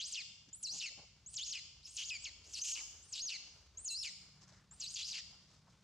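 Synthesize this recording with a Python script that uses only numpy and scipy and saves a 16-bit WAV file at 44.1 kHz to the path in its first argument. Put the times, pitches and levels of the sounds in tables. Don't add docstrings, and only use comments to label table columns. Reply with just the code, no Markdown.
import sys
import numpy as np
from scipy import signal
from scipy.fft import rfft, irfft, next_fast_len
from scipy.io import wavfile
from scipy.ndimage import uniform_filter1d, map_coordinates

SR = 44100
rng = np.random.default_rng(int(sys.argv[2]) if len(sys.argv) > 2 else 0)


def file_out(sig):
    cols = np.atleast_2d(sig).T
    lim = np.clip(cols, -1, 1)
    pcm = np.round(lim * 32767).astype(np.int16)
    wavfile.write(sys.argv[1], SR, pcm)


N = 257103
TIME = np.arange(N) / SR


def from_db(db):
    return 10 ** (np.asarray(db) / 20)


def rms_one(x):
    return x / np.sqrt(np.mean(x ** 2) + 1e-20)


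def at_hz(points, hz):
    f, value = np.transpose(points)
    return np.interp(np.log(np.maximum(hz, 1)), np.log(f), value)


def colour(x, spectrum):
    size = next_fast_len(x.shape[-1] + 512)
    hz = np.arange(size // 2 + 1) * SR / size
    return irfft(rfft(x, size) * from_db(at_hz(spectrum, hz)), size)[..., :x.shape[-1]]


def evened(x, span_s=0.012):
    return x / np.sqrt(np.abs(uniform_filter1d(x ** 2, int(span_s * SR))) + 1e-12)


def flutter(hz, size):
    pole = np.exp(-2 * np.pi * hz / SR)
    run_in = SR // 8
    motion = signal.lfilter([1], [1, -2 * pole, pole * pole], rng.standard_normal(size + run_in))
    return rms_one(motion[run_in:])


def stereo_noise(side_db):
    mid, side = rng.standard_normal((2, N))
    return mid + from_db(side_db) * side * np.array([[1], [-1]])


def swell(t, centre_s, length_s):
    return np.exp(-np.minimum(np.abs(2 * (t - centre_s) / length_s) ** 3, 60))


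def background(air_gain_db=2.0, drone_gain_db=-0.5, murk_gain_db=-3.0):
    # (time [s], rumble [dB], drone and murk [dB], air [dB])
    levels = [(0, -75.5, -73, -78.5), (.6, -76.5, -70, -79), (1.2, -71.5, -71, -78.5),
              (1.8, -70.5, -73.5, -78.5), (2.4, -70, -74.5, -73.5), (3.1, -68.5, -76.5, -72.5),
              (3.4, -77, -72.5, -73.5), (3.62, -65.5, -78, -73.5), (3.9, -72, -75, -74),
              (4.4, -72, -70.5, -75.5), (5.1, -70.5, -74, -73.5), (5.83, -75.5, -71.5, -75.5)]
    # (frequency [Hz], gain [dB])
    rumble_spectrum = [(25, -41), (40, -8), (50, 13.5), (70, 12), (100, 8.5), (140, -17), (250, -45)]
    # (frequency [Hz], gain [dB])
    air_spectrum = [(100, -7), (200, 3), (330, -0.5), (700, -2.5), (1200, -2), (2000, -7), (5000, -5),
                    (7000, -9), (10000, -22.5), (15000, -37)]
    # (frequency [Hz], relative level [dB])
    drone_tones = [(124, -2.5), (151, 2.5), (186, 1), (205, -10)]
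    times_s, *curves_db = np.transpose(levels)
    rumble_gain, far_gain, air_gain = [from_db(np.interp(TIME, times_s, db)) for db in curves_db]
    rumble = rms_one(colour(stereo_noise(side_db=-22), rumble_spectrum))
    murk_spectrum = [(70, -28.5), (110, 4), (190, -3.5), (300, -22.5), (700, -59)]
    murk = rms_one(colour(stereo_noise(side_db=-18), murk_spectrum))
    drone = 0
    for hz, db in drone_tones:
        gain = from_db(db + 2.8 * flutter(2.3, N))
        wavering_hz = hz * (1 + .008 * flutter(3.97, N))
        drone += gain * np.sin(2 * np.pi * np.cumsum(wavering_hz) / SR)
    drone = rms_one(drone) * np.interp(TIME, [3.8, 4.2], [.3, 1])
    far = from_db(drone_gain_db) * drone + from_db(murk_gain_db) * murk
    hiss = rms_one(colour(stereo_noise(side_db=-13) * from_db(1.94 * flutter(37, N)), air_spectrum))
    return rumble_gain * rumble + far_gain * far + from_db(air_gain_db) * air_gain * hiss


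def undergrowth(grain_db=3.5):
    # (time [s], level [dB], centre [Hz], length [s])
    scuffs = [(0.488, -71, 218.4, 0.026), (0.741, -62, 200, 0.062), (0.743, -67.5, 720, 0.063),
              (0.92, -73.5, 564, 0.032), (.99, -64.5, 216, 0.031), (0.991, -63.5, 650, 0.032),
              (1.034, -69, 705, 0.042), (2.483, -73.5, 498.4, 0.062), (2.786, -65, 1030, 0.11),
              (2.797, -69.5, 450, 0.064), (3.249, -64, 474, 0.013), (4.415, -78.5, 1396, 0.17),
              (4.525, -67.5, 716, 0.02), (4.555, -74, 1540, 0.16), (4.729, -70.5, 1250, 0.035),
              (5.126, -67.5, 890, 0.016), (5.34, -74, 930, 0.045), (5.682, -69.5, 1007, 0.025)]
    # (time [s], level [dB], length [s])
    rustles = [(0.493, -64.5, 0.012), (4.431, -63.5, 0.044), (4.492, -65, .036), (4.53, -67, 0.022),
               (4.566, -69, 0.073), (5.537, -72.5, 0.13), (5.701, -74, 0.047)]
    # (frequency [Hz], gain [dB])
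    leaf_spectrum = [(1000, 3), (2800, -3), (5500, 11.5), (8000, -0.5), (11000, -44), (15000, -26)]
    ground, noise = np.zeros((2, N)), stereo_noise(side_db=-14)
    for time_s, db, hz, length_s in scuffs:
        span = np.abs(TIME - time_s) < 2 * length_s
        bandpass = signal.butter(2, [hz / 1.54, hz * 1.31], "band", fs=SR, output="sos")
        scuff = rms_one(signal.sosfilt(bandpass, noise[:, span]))
        ground[:, span] += from_db(db) * scuff * swell(TIME[span], time_s, length_s)
    brush = sum(from_db(db) * swell(TIME, time_s, length_s) for time_s, db, length_s in rustles)
    crackle = stereo_noise(side_db=-5.5) * from_db(grain_db * flutter(500, N))
    return ground + brush * rms_one(colour(crackle, leaf_spectrum))


def forest(x, near_db=-15, near_s=0.018, tail_db=-12.0, build_s=0.015):
    # (frequency [Hz], T60 [s])
    decay_times = [(1500, 0.99), (3000, 0.9), (5000, 0.84), (7000, 0.69), (10000, 0.9), (15000, 1)]
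    t = TIME[:SR]
    mid, side = rng.standard_normal((2, SR))
    edges_hz = np.geomspace(1000, 16000, 7)
    tail = 0
    for low, high in zip(edges_hz, edges_hz[1:]):
        hz = np.sqrt(low * high)
        scatter = mid + min(hz / 6000, 1) * side * np.array([[1], [-1]])
        band = signal.sosfilt(signal.butter(2, [low, high], "band", fs=SR, output="sos"), scatter)
        tail += band * from_db(-60 * t / at_hz(decay_times, hz))
    tail = rms_one(tail * (1 - np.exp(-t / build_s)))
    tail = colour(tail, [(2000, 1), (3000, 3.5), (5000, 5.5), (7000, 5.5), (8500, 1), (10000, -1.5)])
    near = rms_one(rng.standard_normal((2, SR)) * np.exp(-t / near_s) * (t > .001))
    response = (from_db(near_db) * near + from_db(tail_db) * tail) / np.sqrt(SR)
    return signal.fftconvolve(x[None], response, axes=1)[:, :N]


def swoop(row, start, sag_hz_per_s, steady_share=.25, crest_recovery=.24, break_rough=.28):
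    start_s, start_hz, start_db, start_rough = start
    break_s, crest_hz, bottom_hz, lateness, hold_s, drop_s, fall_s = row[:7]
    crest_db, crest_rough, cry_db, cry_rough = row[7:]
    crest_s, end_s = max(break_s - hold_s, start_s + 1 / SR), break_s + fall_s
    t = TIME[(TIME > start_s) & (TIME <= end_s)]
    climb = np.clip((t - start_s) / (crest_s - start_s), 0, 1)
    risen = steady_share * climb + (1 - steady_share) * np.sin(np.pi / 2 * climb) ** lateness
    rising_hz = start_hz + (crest_hz - start_hz) * risen
    tension = np.tanh((break_s - t) / (2 * drop_s))
    tension = (tension - tension[-1]) / (np.interp(crest_s, t, tension) - tension[-1])
    floor_hz = bottom_hz + sag_hz_per_s * (end_s - np.maximum(t, break_s))
    pitch_hz = np.where(t < crest_s, rising_hz, floor_hz + (crest_hz - floor_hz) * tension)
    ease = 1 - climb ** 1.6
    open_s = max(break_s - .011, crest_s)
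    loud_s = min(open_s + .009, end_s)
    open_db = crest_db + crest_recovery * (cry_db - crest_db)
    level_db = np.interp(t, [crest_s, open_s, loud_s, end_s], [crest_db, open_db, cry_db - .4, cry_db - 4])
    level_db += (start_db - crest_db) * ease
    hoarse_s = max(break_s + 1.1 * drop_s, loud_s)
    rough = np.interp(t, [crest_s, (crest_s + open_s) / 2, loud_s, hoarse_s],
                      [crest_rough, crest_rough, break_rough, cry_rough])
    rough += (start_rough - crest_rough) * ease
    rough *= 1 - .3 * np.sin(np.pi * climb) ** 2
    return np.array([t, pitch_hz, level_db, rough])


def gesture(start, sag_hz_per_s, swoops, waver_hz=55, release_s=.034, thinning_s=.0491):
    arches = []
    for k, row in enumerate(swoops):
        arches.append(swoop(row, start, sag_hz_per_s * (k == len(swoops) - 1)))
        start = arches[-1][:, -1]
    t, pitch_hz, level_db, rough = np.hstack(arches)
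    pitch_hz *= 1 + .008 * flutter(waver_hz, len(t))
    level_db += 1.14 * flutter(waver_hz, len(t))
    left_s = t[-1] - t
    level_db += np.interp(left_s, [0, release_s], [-8, 0])
    rough *= np.interp(left_s, [0, thinning_s], [.79, 1])
    return t, pitch_hz, level_db, rough


def scream(controls, mouth_db, jitter=.07, tremor=.0085, shimmer=.48, second_hz=3900, second_db=-26):
    # (pitch multiple, level in the tone [dB], level in the rasp [dB])
    partials = [(1, -2.5, 1), (2, -10.5, -5), (3, -16, -9.5), (4, -23, -10)]
    # (frequency [Hz], gain [dB])
    throat = [(500, -27), (1500, -19.5), (1950, -17.5), (2300, -7), (2800, 3.5), (3600, -4), (4600, 1.5),
              (5700, 0.5), (6700, 2.5), (8000, -8.5), (9500, -18), (11000, -22.5), (13000, -24.5),
              (15500, -25)]
    # (time [s], length [s], depth [dB])
    splits = [(0.143, 0.015, -10), (0.673, 0.013, -12.5), (2.579, 0.012, -19), (3.164, 0.014, -11),
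              (3.922, 0.036, -8), (4.031, 0.024, -17), (4.85, 0.038, -11)]
    # (frequency [thirds of pitch], level [dB])
    split_tones = [(2, -3), (5, 1), (6, 4), (8, 1), (9, 0)]
    t, pitch_hz, level_db, rough = controls
    size = len(t)
    rough = np.clip(rough * (1 + .25 * flutter(70, size)), 0, 1)
    pitch_hz = pitch_hz * (1 + .04 * rough * flutter(110, size))
    shaken_hz = pitch_hz * (1 + jitter * rough * flutter(302.3, size) + tremor * flutter(201, size))
    phase = 2 * np.pi * np.cumsum(shaken_hz) / SR
    mouth = [(3300, 0), (4500, mouth_db[0]), (6300, 0.011), (9000, mouth_db[1])]
    tract = [(hz, db + at_hz(mouth, hz)) for hz, db in throat]

    def partial(multiple):
        return np.sin(multiple * phase) * np.clip((13200 - multiple * pitch_hz) / 2000, 0, 1)

    tone = sum(from_db(db) * partial(multiple) for multiple, db, _ in partials)
    split = sum(from_db(db) * swell(t, time_s, length_s) for time_s, length_s, db in splits)
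    tone += split * sum(from_db(db) * partial(thirds / 3) for thirds, db in split_tones)
    second = np.sin(2 * np.pi * second_hz * t) * np.clip((9500 - pitch_hz) / 2000, 0, 1)
    tone += from_db(second_db) * partial(1) * second
    tone = evened(colour(tone, tract))
    tone *= (1 + shimmer * np.sqrt(rough) * flutter(250, size)) / np.sqrt(1 + shimmer ** 2 * rough)

    chaos_hz = 120 + .29 * pitch_hz * (.6 + rough ** 2)
    chaos_clock = np.cumsum(chaos_hz) / 2000
    strands = [(multiple, db) for multiple, _, db in partials] + [(2 / 3, -13), (1 / 2, -11)]
    rasp = from_db(-17) * (np.minimum(pitch_hz, 7500) / 5000) ** 2 * rng.standard_normal(size)
    for multiple, db in strands:
        chaos = map_coordinates(flutter(2000, int(chaos_clock[-1]) + 2), [chaos_clock], order=1)
        rasp += from_db(db) * chaos * partial(multiple)
    rasp = evened(colour(rasp, tract))

    stretch = np.interp(pitch_hz, [2200, 3000, 6000, 9000], [.9, 1, 1.05, 1.4])
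    breakup = np.interp(rough, [0, .18, .45, .9], [.01, .04, .34, 1])
    blend_rad = np.pi / 2 * np.minimum(breakup * stretch, 1)
    voice = np.cos(blend_rad) * tone + np.sin(blend_rad) * rasp
    fade = np.clip((t - t[0]) / 0.0017, 0, 1) * np.clip((t[-1] - t) / 0.0037, 0, 1)
    out = np.zeros(N)
    out[np.searchsorted(TIME, t)] = from_db(level_db) * fade * voice
    return out


def macaque():
    # (start [s], start pitch [Hz], start level [dB], start roughness [0-1], closing sag [Hz/s],
    #  mouth gain at 4.5 kHz [dB], mouth gain from 9 kHz up [dB])
    screams = [(0, 3093, -38.5, 0.5, 17200, 3, -3.5), (.529, 7002, -47, .05, 16060, 3.5, 2),
               (1.261, 6300, -50, 0.05, 15390, 2, 1), (1.829, 3476, -62, .24, 3100, -2, 2.5),
               (2.196, 7320, -62, 0.32, 13580, 0, -4), (2.44, 4340, -61.5, 0.67, 11930, -4, 5.5),
               (3.025, 7377, -60.5, .2, 14940, 4, 1.5), (3.772, 6360, -47.5, 0.01, 15250, 0.5, 6.5),
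               (4.71, 7006, -56, 0.18, 10480, 5.5, 3)]
    # (break [s], crest [Hz], bottom [Hz], climb lateness [exponent], crest to break [s],
    #  drop time constant [s], break to bottom [s], crest level [dB], crest roughness [0-1],
    #  cry level [dB], cry roughness [0-1])
    swoops = [(.128, 9890, 1858, 2.6, .02, .012, .098, -54.5, 0.74, -36.5, .5),
              (.634, 11280, 4044, 2.7, .05, .01, 0.045, -74, 0.06, -36.5, 0.14),
              (.798, 7417, 1860, 2.03, .033, 0.0052, 0.098, -47, 0.7, -38, 0.55),
              (1.341, 9200, 7470, 1.28, .021, .004, .014, -63, .45, -49.5, .5),
              (1.372, 7535, 3074, 0.88, .012, 0.0062, .026, -46, 0.3, -36.5, 0.43),
              (1.527, 6597, 1913, 6.9, 0.066, 0.0065, 0.074, -46, 0.53, -38, 0.56),
              (1.862, 5296, 5253, 1.01, .012, .004, .008, -57, .4, -50.5, .7),
              (1.972, 9210, 2887, 1.1, 0.046, .0045, 0.05, -60, 0.73, -36, 0.65),
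              (2.097, 7050, 2289, 2.9, 0.029, .0037, 0.079, -52.5, .45, -37, 0.29),
              (2.25, 7810, 1930, 1.1, 0.026, 0.0042, 0.048, -59, 0.33, -42, .47),
              (2.541, 7905, 4103, 1.1, .024, 0.0073, 0.046, -59, .8, -40, .48),
              (2.624, 6150, 6093, 1.47, .012, 0.0015, 0.00207, -55, .6, -23, .25),
              (2.752, 6595, 1937, 1.23, .109, .0035, .062, -34.5, .95, -39.5, .85),
              (3.095, 9494, 8030, 1.6, 0.026, 0.0081, .023, -72, 0.26, -60.5, 0.48),
              (3.13, 7874, 3592, 1, .01, .011, .047, -61, .25, -38, .64),
              (3.283, 6616, 1872, 5.9, 0.055, 0.0089, 0.088, -40, 0.1, -37, 0.57),
              (3.854, 9010, 6295, 1.17, .021, .006, 0.012, -62, 0.05, -39, 0.12),
              (3.881, 6860, 4000, 1.44, 0.0056, 0.0062, .05, -37, 0.12, -36.5, .07),
              (4.033, 5383, 1865, 3.2, 0.042, 0.0053, 0.067, -42.5, 0.17, -39, 0.51),
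              (4.806, 9920, 3850, 1.97, 0.026, .011, .049, -76.5, 0.55, -40.5, 0.47),
              (4.949, 9270, 2990, 2.9, 0.022, 0.012, .051, -55, 0.74, -37, 0.77),
              (5.122, 6500, 1806, 1.94, 0.025, .0071, 0.088, -45.5, 0.89, -40, 0.69)]
    next_starts_s = [row[0] for row in screams[1:]] + [np.inf]
    out = np.zeros(N)
    for (start_s, hz, db, rough, sag_hz_per_s, *mouth_db), next_s in zip(screams, next_starts_s):
        own_swoops = [row for row in swoops if start_s < row[0] < next_s]
        out += scream(gesture((start_s, hz, db, rough), sag_hz_per_s, own_swoops), mouth_db)
    return out


def from_the_right(x, lag_s=1e-5):
    size = next_fast_len(N)
    hz = np.arange(size // 2 + 1) * SR / size
    left = irfft(rfft(x, size) * np.exp(-2j * np.pi * hz * lag_s), size)[:N]
    return np.array([left, x])


def gain_control(x, threshold_db=-43.0, slope=0.63, release_db_per_s=90, sense_s=0.0025):
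    power = np.abs(uniform_filter1d(np.mean(x ** 2, axis=0), int(sense_s * SR)))
    cut_db = slope * np.maximum(10 * np.log10(power + 1e-14) - threshold_db, 0)
    held_db = np.maximum.accumulate(cut_db + release_db_per_s * TIME) - release_db_per_s * TIME
    return x * from_db(-uniform_filter1d(held_db, size=100))


def scene():
    voice = macaque()
    return from_the_right(voice) + forest(voice) + undergrowth() + background()


def record(dry):
    levelled = gain_control(dry * from_db([[.35], [-.35]]))
    return signal.sosfilt(signal.ellip(10, .1, 80, 15700, fs=SR, output="sos"), levelled)


dry = scene()
out = record(dry)
file_out(out)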